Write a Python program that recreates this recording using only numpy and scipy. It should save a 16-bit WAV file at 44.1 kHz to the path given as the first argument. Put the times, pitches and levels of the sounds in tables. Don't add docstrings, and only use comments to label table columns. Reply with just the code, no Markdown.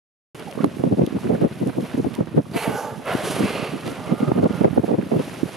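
import sys
import numpy as np
from scipy import signal
from scipy.fft import rfft, irfft, next_fast_len
from scipy.io import wavfile
from scipy.ndimage import uniform_filter1d

SR = 44100
rng = np.random.default_rng(int(sys.argv[2]) if len(sys.argv) > 2 else 0)


def to_wav(s):
    ch = np.atleast_2d(s).T
    pcm = np.round(np.clip(ch, -1, 1) * 32767)
    wavfile.write(sys.argv[1], SR, pcm.astype(np.int16))


N = 245195
TIME = np.arange(N) / SR
# time_s, level_db
WIND_STRENGTH = [(.4, -5.5), (.9, 3), (1.35, 3), (2.1, 0.5), (2.45, 4), (2.95, -4), (3.35, 1), (3.95, -3),
                 (4.3, 4), (4.9, 5), (5.5, -6)]


def from_db(db):
    return 10 ** (np.asarray(db) / 20)


def unit_power(x):
    return x / np.sqrt(np.mean(x ** 2) + 1e-20)


def panned(lean_db):
    return unit_power(from_db([[lean_db / 2], [-lean_db / 2]]))


def drift(rate_hz):
    pole = np.exp(-80 * np.pi * rate_hz / SR)
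    slow = signal.lfilter([1], [1, -2 * pole, pole * pole], rng.standard_normal(N // 40 + 2002))[2000:]
    return np.interp(np.arange(N) / 40, np.arange(len(slow)), unit_power(slow))


def coloured(x, colour):
    size = next_fast_len(N)
    hz = np.arange(size // 2 + 1) * SR / size
    points_hz, levels_db = np.transpose(colour)
    gain = from_db(np.interp(np.log(hz + 1), np.log(points_hz), levels_db))
    gain = gain * np.minimum(hz / points_hz[0], 1) / np.maximum(hz / points_hz[-1], 1) ** 2
    return unit_power(irfft(rfft(x, size) * gain, size)[..., :N])


def turbulence(alike):
    mid, side = rng.standard_normal((2, N))
    return np.sqrt((1 + alike) / 2) * mid + np.sqrt((1 - alike) / 2) * side * [[1], [-1]]


def ring(clicks, hz, ring_s):
    decay, step = from_db(-60 / (ring_s * SR)), 2 * np.pi * hz / SR
    return signal.lfilter([0, np.sin(step)], [1, -2 * decay * np.cos(step), decay ** 2], clicks + 1e-18)


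def struck(knocks, tones):
    return sum((-1) ** k * from_db(level_db) * ring(knocks, hz, ring_s)
               for k, (hz, level_db, ring_s) in enumerate(tones))


def crackle(per_s, spread_db, low_hz, high_hz, scatter_db):
    born = rng.random(N) < per_s / SR
    sizes = born * from_db(spread_db * np.minimum(rng.exponential(1, N), 4)) * rng.choice([-1, 1], N)
    clicks = sizes * from_db(rng.normal(0, scatter_db, N) * np.array([[1], [-1]]))
    pitches = np.geomspace(low_hz, high_hz, 14)
    chosen = rng.integers(0, len(pitches), N)
    return unit_power(sum(hz * ring(clicks * (chosen == k), hz, 9 / hz) for k, hz in enumerate(pitches)))


def sea(wash_db, foam_db, bubble_db, slosh_db, tick_db):
    # pitch_hz, level_db
    wash_colour = [(150, -2.5), (300, -0.5), (500, -1), (780, -6), (1100, -9), (1700, -12), (2800, -15),
                   (4500, -25), (8000, -44.5)]
    foam_colour = [(1200, -15), (2500, 4), (4000, 0.5), (6000, -1.5), (8000, -5.5), (10000, 0.5),
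                   (11500, -2.5), (13000, -11), (15500, -38)]
    wash_gain, foam_gain = water_strength()
    churn = turbulence(alike=0.76)
    churn += from_db(bubble_db) * crackle(per_s=460, spread_db=5.5, low_hz=512, high_hz=3950, scatter_db=5)
    wash = coloured(churn, wash_colour) * wash_gain * from_db(wash_db + slosh_db * drift(21.4))
    fizz = turbulence(alike=0.83)
    fizz += from_db(-3.5) * crackle(per_s=2000, spread_db=2, low_hz=1400, high_hz=12500, scatter_db=3)
    ticks = from_db(tick_db) * crackle(per_s=77, spread_db=7.5, low_hz=2520, high_hz=12100, scatter_db=2)
    foam = clustered(coloured(fizz + ticks, foam_colour), patchy_db=1.5, rate_hz=7.3)
    foam *= foam_gain * from_db(foam_db + 0.91 * drift(32))
    return wash * panned(-1.5) + foam * panned(-1.2)


def water_strength(rise_share=0.34):
    # time_s, wash_db, foam_db
    swell = [(0.351, -44.5, -53), (.55, -43, -55.5), (.95, -47, -53.5), (1.3, -42, -54.5),
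             (1.65, -43.5, -53.5), (2.05, -47, -55.5), (2.25, -48, -64), (2.48, -57.5, -57),
             (2.98, -44, -55.5), (3.7, -43, -62), (4.05, -44.5, -53), (4.35, -41, -52.5), (4.7, -43.5, -53),
             (5.0, -44.5, -57.5), (5.25, -42, -48), (5.54, -39.5, -49)]
    # peak_s, wash_db, foam_db, length_s
    splashes = [(1.203, -41.5, -50, 0.041), (1.9, -43, -56.5, 0.28), (3.147, -38.5, -43, 0.17),
                (3.382, -32, -59, 0.13), (3.877, -35.5, -47, 0.082), (4.57, -38, -58, 0.063),
                (4.857, -51, -51.5, 0.037), (5.195, -36, -51, 0.019)]
    times_s, *levels_db = np.transpose(swell)
    power = from_db([np.interp(TIME, times_s, level_db) for level_db in levels_db]) ** 2
    for peak_s, wash_db, foam_db, length_s in splashes:
        age = (TIME - peak_s) / length_s
        shape = np.exp(-np.where(age < 0, (age / rise_share) ** 2, age))
        power += from_db([[wash_db], [foam_db]]) ** 2 * shape
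    return np.sqrt(power)


def clustered(fizz, patchy_db, rate_hz):
    bands = []
    for top_hz in (2500, 5000, 9000):
        bands.append(signal.sosfiltfilt(signal.butter(2, top_hz, fs=SR, output="sos"), fizz - sum(bands)))
    bands.append(fizz - sum(bands))
    return sum(band * from_db(patchy_db * drift(rate_hz)) for band in bands)


def wind_rumble(level_db, gusty_db):
    # pitch_hz, level_db
    colour = [(25, -41), (50, -43), (90, -8.5), (150, 3), (240, -0.5), (400, -13.5), (700, -24.5),
              (1500, -31.5)]
    gusts = from_db(gusty_db * (1.2 * drift(50) + 1.57 * np.array([drift(23), drift(46)])))
    strength = from_db(level_db + np.interp(TIME, *np.transpose(WIND_STRENGTH)))
    return strength * unit_power(coloured(turbulence(alike=0.9), colour) * gusts) * panned(-5.5)


def spray_drops(level_db, splat_s):
    # start_s, strength_db
    landings = [(0.395, -38), (0.5112, -36), (0.643, -32.5), (1.0632, -30.5), (1.807, -38), (2.257, -43.5),
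                (2.14, -39), (2.15, -33), (3.808, -38), (3.876, -32), (4.44, -38), (4.525, -40)]
    # pitch_hz, level_db, ring_s
    housing_tones = [(2070, -5, 0.015), (3040, 9, 0.0037), (4650, 10.5, 0.0018), (6740, 7.5, 0.00092),
                     (9100, -0.5, 0.0067), (11250, 2.5, 0.0033)]
    splats = np.zeros(N)
    for start_s, strength_db in landings:
        push = rng.standard_normal(N) / (1 + ((TIME - start_s) / splat_s - 1) ** 4)
        splats += from_db(strength_db + level_db) * push / np.linalg.norm(push)
    return struck(splats, housing_tones) * panned(-5.5)


def plops(onset_s, wobble):
    # start_s, pitch_hz, level_db, ring_s, glide_octaves_per_s
    air_pockets = [(0.423, 1540, -34, 0.042, -5), (.473, 875, -31.5, 0.33, -12.5),
                   (0.573, 1130, -39, .06, 6), (0.59, 1190, -26, 0.054, 4), (.619, 1420, -29, 0.034, 1),
                   (0.643, 1200, -15, 0.012, 4), (1.186, 1160, -20.5, 0.014, -95),
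                   (1.353, 1400, -20, 0.0073, 2), (2.158, 974, -36, 0.12, 0)]
    out = np.zeros(N)
    for start_s, hz, level_db, ring_s, glide in air_pockets:
        age = np.clip(TIME - start_s, 0, 2 * ring_s)
        pitch_hz = hz * 2 ** (glide * age) * (1 + wobble * drift(90))
        phase = 2 * np.pi * np.cumsum(pitch_hz * (age > 0)) / SR
        out += from_db(level_db - 60 * age / ring_s) * (1 - np.exp(-age / onset_s)) * np.sin(phase)
    return out * panned(-6)


def wind_buffets(thud_db, rasp_db, lumpy_db, rise_share, fall_share, low_hz):
    # middle_s, level_db, length_s, lean_db, extra_rasp_db
    strong_bursts = [(0.583, -27, 0.014, -10.5, 0), (0.608, -17.5, 0.01, -17, -12),
                     (0.649, -13, 0.03, -4.5, -12), (0.77, -21, 0.0041, -25, -14),
                     (0.804, -30, 0.021, -1, 0), (0.84, -16, 0.0083, -9, -0.5),
                     (0.867, -15, 0.033, -2.5, -9.5), (0.926, -11.5, 0.018, -1, -8),
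                     (0.998, -15.5, 0.041, 0, -4), (1.018, -9.5, 0.0053, -3, -6),
                     (1.035, -13.5, 0.014, 1, -12), (1.076, -18.5, 0.0076, 1, -8),
                     (1.127, -18.5, 0.0055, -25, -16), (1.161, -23, 0.022, 1, -5),
                     (1.257, -21, 0.039, -3.5, -12), (1.299, -14.5, 0.0072, -1.5, -0.5),
                     (1.335, -18.5, 0.04, -5.5, -2), (1.412, -25, 0.022, 2, -1.5),
                     (1.426, -12, 0.012, -9, -8), (1.449, -12, 0.021, 4.5, -5),
                     (1.625, -18.5, 0.031, 2.5, -9), (1.681, -20, 0.023, -4, -9),
                     (1.785, -19.0, 0.033, 2.5, -6.5), (1.947, -20.5, 0.009, 1, -14),
                     (1.989, -17, 0.021, -4, -6.5), (2.048, -15.5, 0.0048, 14, -7.5),
                     (2.068, -18.5, 0.018, 0.5, -8), (2.213, -17.5, 0.018, -2.5, -3.5),
                     (2.347, -19, 0.0076, 7, -24), (2.37, -27.5, 0.03, 4, -10), (2.385, -9.5, 0.018, 0, -3),
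                     (2.562, -17, 0.0092, -0.5, -4.5), (2.689, -24.5, 0.041, -3, -3.5),
                     (3.151, -15.5, 0.0086, 7.0, -17), (3.302, -22, 0.0082, -5, -12),
                     (3.398, -20, 0.02, -7, -5), (3.434, -15, 0.032, 0.5, -14),
                     (3.597, -26, 0.01, -16, -26), (3.742, -23, 0.028, -7, -12),
                     (3.872, -25, 0.03, -3, -10), (4.095, -24, 0.012, -11, -22),
                     (4.127, -13.5, 0.021, -6, -10), (4.207, -19, 0.0074, -18, -11),
                     (4.231, -14.5, 0.019, 0, -6.5), (4.29, -20, 0.022, -0.5, -5),
                     (4.318, -11.5, 0.0037, -4, -0.5), (4.359, -20.5, 0.014, -2, -9),
                     (4.393, -14.5, 0.031, -3.5, -7.5), (4.438, -13.5, 0.018, -2, -1.5),
                     (4.459, -11.5, 0.011, -3, -2), (4.509, -11, 0.0053, -11, -16),
                     (4.617, -14.5, 0.0075, -1.5, -3), (4.649, -13.5, 0.02, -3.5, 1.5),
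                     (4.677, -28, 0.017, 4, 8), (4.765, -21.5, 0.0065, -11, -7),
                     (4.779, -5.5, 0.005, -4.5, -2), (4.796, -11.5, 0.0089, 7, -6),
                     (4.841, -15.5, 0.011, -11, -5.5), (4.89, -22, 0.012, -4, 2),
                     (4.916, -15.5, 0.013, -7, -3), (4.943, -16.5, 0.014, 8, 0),
                     (4.99, -13, 0.013, 0.5, -11.5), (5.133, -19, 0.032, -3.5, -0.5),
                     (5.168, -13, 0.01, 0.5, -8), (5.199, -22.5, 0.021, 0.5, -1.5),
                     (5.435, -8, 0.0052, -13, -17), (5.455, -25, 0.013, -5, -14)]
    # pitch_hz, level_db
    thud_colour = [(30, -16), (50, -30), (80, -11), (120, -0.5), (170, 2), (270, 4), (370, -3.5),
                   (490, -12), (700, -41), (1200, -77)]
    rasp_colour = [(290, -5), (420, 9.5), (560, 3), (800, -8), (1200, -20.5), (2000, -33.5), (4000, -51),
                   (9000, -67)]
    lumps = from_db(lumpy_db * np.array([drift(174), drift(138)]))
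    thud = coloured(turbulence(alike=0.68) * lumps, thud_colour)
    rasp = coloured(turbulence(alike=-0.65) * lumps, rasp_colour)
    out = np.zeros((2, N))
    for middle_s, level_db, length_s, lean_db, extra_rasp_db in strong_bursts + small_swirls():
        near = np.abs(TIME - middle_s) < .08
        age = (TIME[near] - middle_s) / length_s
        swell = np.exp(-2 * np.where(age < 0, (age / rise_share) ** 2, np.abs(age / fall_share) ** 1.5))
        for flow, flow_db in ((thud, thud_db), (rasp, rasp_db + extra_rasp_db)):
            burst = flow[:, near] * swell
            burst /= np.sqrt(np.sum(burst ** 2, axis=1, keepdims=True) / np.sum(swell ** 2))
            out[:, near] += burst * from_db(level_db + flow_db) * panned(lean_db)
    return signal.sosfilt(signal.butter(2, low_hz, "high", fs=SR, output="sos"), out + 1e-18)


def small_swirls(per_s=11, level_db=-33.5, spread_db=6, length_s=0.01, scatter_db=3.5, rasp_db=-10.5):
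    timing, loudness, stretch, side = rng.standard_normal((120, 4)).T
    middle_s = (np.arange(len(timing)) + timing / 2) / per_s
    levels_db = level_db + np.interp(middle_s, *np.transpose(WIND_STRENGTH)) + spread_db * loudness
    lengths_s = length_s * 2 ** (stretch / 2)
    rows = np.transpose([middle_s, levels_db, lengths_s, scatter_db * side, np.full(len(side), rasp_db)])
    return list(rows[(middle_s > 0) & (middle_s < TIME[-1])])


def hard_knocks(level_db, contact_s, crack_band_hz):
    # start_s, strength_db
    hits = [(0.643, -10), (0.838, -19), (1.297, -26), (2.385, -29), (4.645, -6), (4.779, -46), (5.115, -24)]
    # pitch_hz, level_db, ring_s
    knock_tones = [(654, 11, 0.013), (876, -1.5, 0.029), (1030, -6, 0.011), (1295, -8.5, 0.0047),
                   (1590, -18, 0.014), (2150, -12.5, 0.01)]
    knocks = np.zeros((2, N))
    rough_air = turbulence(alike=-0.35)
    for start_s, strength_db in hits:
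        age = np.maximum(TIME - start_s, 0) / contact_s
        push = rough_air * age * np.exp(-np.minimum(age, 50))
        knocks += from_db(strength_db + level_db) * push / np.linalg.norm(push)
    crack = signal.sosfilt(signal.butter(2, crack_band_hz, "band", fs=SR, output="sos"), knocks + 1e-18)
    return crack + struck(knocks, knock_tones)


def orcas(sputter_db, mist_db):
    # full_flow_s, level_db, rise_s, hold_s, fall_s, lean_db
    breaths = [(2.536, -35, 0.013, 0.0076, 0.11, -4), (2.567, -26.5, 0.029, 0.07, 0.19, -3),
               (2.654, -28, 0.044, 0.2, 0.22, -3.5), (2.742, -43.5, 0.065, 0.061, 0.21, -3),
               (3.076, -24, 0.034, 0.036, 0.26, -2.5), (3.249, -27, 0.04, 0.036, 0.55, -1.5),
               (3.458, -29, 0.15, 0.18, 0.25, -3), (4.06, -36, 0.15, 0.68, 0.15, -3.5)]
    # pitch_hz, level_db
    colours = [
        [(600, 18), (1100, 8), (2300, -1), (4500, -1), (6000, -16), (11000, -27), (14000, -40)],
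        [(150, -45), (250, -14), (658, -2), (1030, -6), (1120, -4), (1410, -6.5), (2240, -6), (2620, -6.5),
         (4550, -19.5), (5130, -21.5), (8000, -19.5), (11000, -13.5), (13000, -21), (14500, -50), (15500, -86)],
        [(160, -56), (280, -19), (470, -4), (744, -6), (850, 8), (990, -12.5), (1530, -12), (2400, -29),
         (2800, -20), (5000, -35), (6500, -62), (11000, -120)],
        [(3000, -21), (5000, 1.5), (6800, 1), (8500, -7), (11300, 4.5), (13000, -9), (15000, -45)],
        [(150, -4), (250, -20), (392, -5), (544, 2.5), (705, 1), (823, -7.5), (1430, -8), (1640, -8),
         (2620, -10.5), (6650, -38), (10100, -32), (13700, -47), (15500, -73)],
        [(150, -38), (250, -17), (466, -0.5), (593, -8), (692, -6), (1030, -7.5), (1200, -5.5), (1700, -13.5),
         (5500, -18), (8180, -20.5), (10000, -14.5), (11500, -18), (13000, -32), (14300, -42), (15500, -90)],
        [(150, -36), (250, -20), (427, 5), (995, -8.5), (1180, -7), (1790, -13.5), (1990, -13), (2710, -7),
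         (3510, -20), (4320, -17.5), (5600, -30), (10800, -55), (13000, -56), (15500, -76)],
        [(300, -21), (600, 4), (1350, -8.5), (1600, -20), (3000, -13.5), (6000, -35)],
    ]
    # pitch_hz, width_hz, lift_db, glide_hz_per_s
    airways = [
        [(4450, 280, 1, -3000)],
        [(440, 50, 16, 0), (687, 29, 10.5, 4), (850, 130, 5.5, 0), (2010, 32, 7.5, 0), (2270, 47, 9, -400),
         (2850, 81, 5, 0), (4570, 210, 5, 0)],
        [(486, 210, 7, 0), (820, 150, -1, 200), (1130, 90, 10, 200), (1520, 90, 7.5, 500)],
        [(6260, 150, 2, 0), (6560, 150, 5, 0)],
        [(543, 54, 5.5, 600), (670, 45, 6, 1303), (1020, 150, 6, 800), (1330, 190, 4.5, 900),
         (2370, 200, -4, 0)],
        [(370, 50, 14, 0), (684, 44, 10, 0), (3160, 820, 5.5, 0)],
        [(455, 110, -1, 0), (1190, 58, 8, -4), (2125, 36, 12, -450), (2320, 76, 4.5, 900),
         (2450, 120, 2.5, 1600), (4300, 200, 5, 900)],
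        [(613, 55, 7, 0), (745, 64, 2, 80), (840, 95, 9, -4), (1200, 77, 15.5, 54), (1400, 52, 15.5, 28),
         (2115, 85, 15.5, 0)],
    ]
    out = whistles(waver=0.027, flutter_db=0.5) * panned(-7)
    mist = from_db(mist_db) * crackle(per_s=6500, spread_db=5.5, low_hz=1400, high_hz=14300, scatter_db=2)
    for (full_flow_s, level_db, *shape_s, lean_db), colour, airway in zip(breaths, colours, airways):
        age = TIME - full_flow_s
        near = (age > -.5) & (age < 1.3)
        jet = coloured(turbulence(alike=0.96) + mist, colour)[:, near]
        jet *= signal.windows.tukey(near.sum(), .1)
        flow = from_db(level_db + airflow_db(age, *shape_s) + sputter_db * drift(51))
        blow = np.zeros((2, N))
        blow[:, near] = through_airway(jet, age[near], airway) * flow[near]
        out += placed(blow, lean_db)
    return out


def airflow_db(age, rise_s, hold_s, fall_s, sag_db_per_s=9.5, range_db=20):
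    closed = np.maximum(-age / rise_s, 0) + np.maximum((age - hold_s) / fall_s, 0)
    return -sag_db_per_s * np.clip(age, 0, hold_s) - range_db * np.minimum(closed, 10)


def through_airway(air, age, resonances):
    for hz, width_hz, lift_db, glide in resonances:
        carrier = np.exp(2j * np.pi * (hz * age + glide * age ** 2 / 2))
        pole = np.exp(-np.pi * width_hz / SR)
        band = signal.filtfilt([1 - pole], [1, -pole], air / carrier, padlen=0)
        air = air + (from_db(lift_db) - 1) * 2 * (band * carrier).real
    return unit_power(air)


def whistles(waver, flutter_db):
    # middle_s, pitch_hz, level_db, length_s
    notes = [(2.541, 4450, -47, 0.01), (2.607, 4260, -46, 0.054), (2.77, 1497, -38, 0.08),
             (2.865, 850, -47, .035), (3.9, 1350, -47.5, 0.11), (4.1, 1170, -46, .04),
             (4.26, 1236, -43, 0.091), (4.54, 1400, -45, 0.13)]
    out = np.zeros(N)
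    for middle_s, hz, level_db, length_s in notes:
        phase = 2 * np.pi * np.cumsum(hz * (1 + waver * drift(65))) / SR
        swell = np.exp(-2 * ((TIME - middle_s) / length_s) ** 2)
        out += np.sqrt(2) * np.sin(phase) * swell * from_db(level_db + flutter_db * drift(30))
    return out


def placed(x, lean_db, lag_s_per_db=4e-6):
    size = next_fast_len(N)
    hz = np.arange(size // 2 + 1) * SR / size
    lag_s = lag_s_per_db * lean_db / 2 * np.array([[-1], [1]])
    return irfft(rfft(x, size) * np.exp(-2j * np.pi * hz * lag_s), size)[:, :N] * panned(lean_db)


def with_hull_echo(x, lag_s, echo_db):
    delayed_index = np.arange(N) - SR * lag_s * (1 + 0.02 * drift(0.52))
    echo = np.array([np.interp(delayed_index, np.arange(N), side, left=0) for side in x])
    return x + from_db(echo_db) * echo


def scene():
    water = sea(wash_db=3, foam_db=1.56, bubble_db=-13, slosh_db=2, tick_db=-14)
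    water += plops(onset_s=0.00066, wobble=0.035)
    water += spray_drops(level_db=-1.5, splat_s=0.0017)
    wind = wind_buffets(thud_db=0, rasp_db=2, lumpy_db=5, rise_share=0.82, fall_share=1.14, low_hz=85)
    wind += wind_rumble(level_db=-34, gusty_db=3.5)
    whales = with_hull_echo(orcas(sputter_db=1.26, mist_db=-12), lag_s=0.0065, echo_db=-16.5)
    knocks = hard_knocks(level_db=1, contact_s=0.00045, crack_band_hz=(650, 1700))
    return water + wind + knocks + whales


def gain_control(x, above_db=-13, cut_share=0.35, attack_s=0.008, recovery_db_per_s=48, sense_s=0.0018):
    power = uniform_filter1d(np.max(x ** 2, axis=0), size=int(sense_s * SR))
    over_db = np.maximum(10 * np.log10(np.abs(power) + 1e-12) - above_db, 0)
    recovery_db = recovery_db_per_s * TIME
    cut_db = np.maximum.accumulate(cut_share * over_db + recovery_db) - recovery_db
    pole = np.exp(-1 / (attack_s * SR))
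    return x * from_db(-signal.lfilter([1 - pole], [1, -pole], cut_db))


def record(dry, shade_db=-2.5, shade_hz=5000, wind_cut_hz=64, start_s=0.346, top_hz=15700):
    dry = signal.sosfilt(signal.butter(4, wind_cut_hz, "high", fs=SR, output="sos"), dry)
    treble = signal.sosfilt(signal.butter(1, shade_hz, "high", fs=SR, output="sos"), dry)
    shaded = dry + treble * (from_db([[shade_db / 2], [-shade_db / 2]]) - 1)
    fade_in = np.clip((TIME - start_s) / .002, 0, 1)
    heard = np.clip(gain_control(shaded), -1, 1) * fade_in
    return signal.sosfilt(signal.ellip(10, .1, 90, top_hz, fs=SR, output="sos"), heard)


dry = scene()
out = record(dry)
to_wav(out)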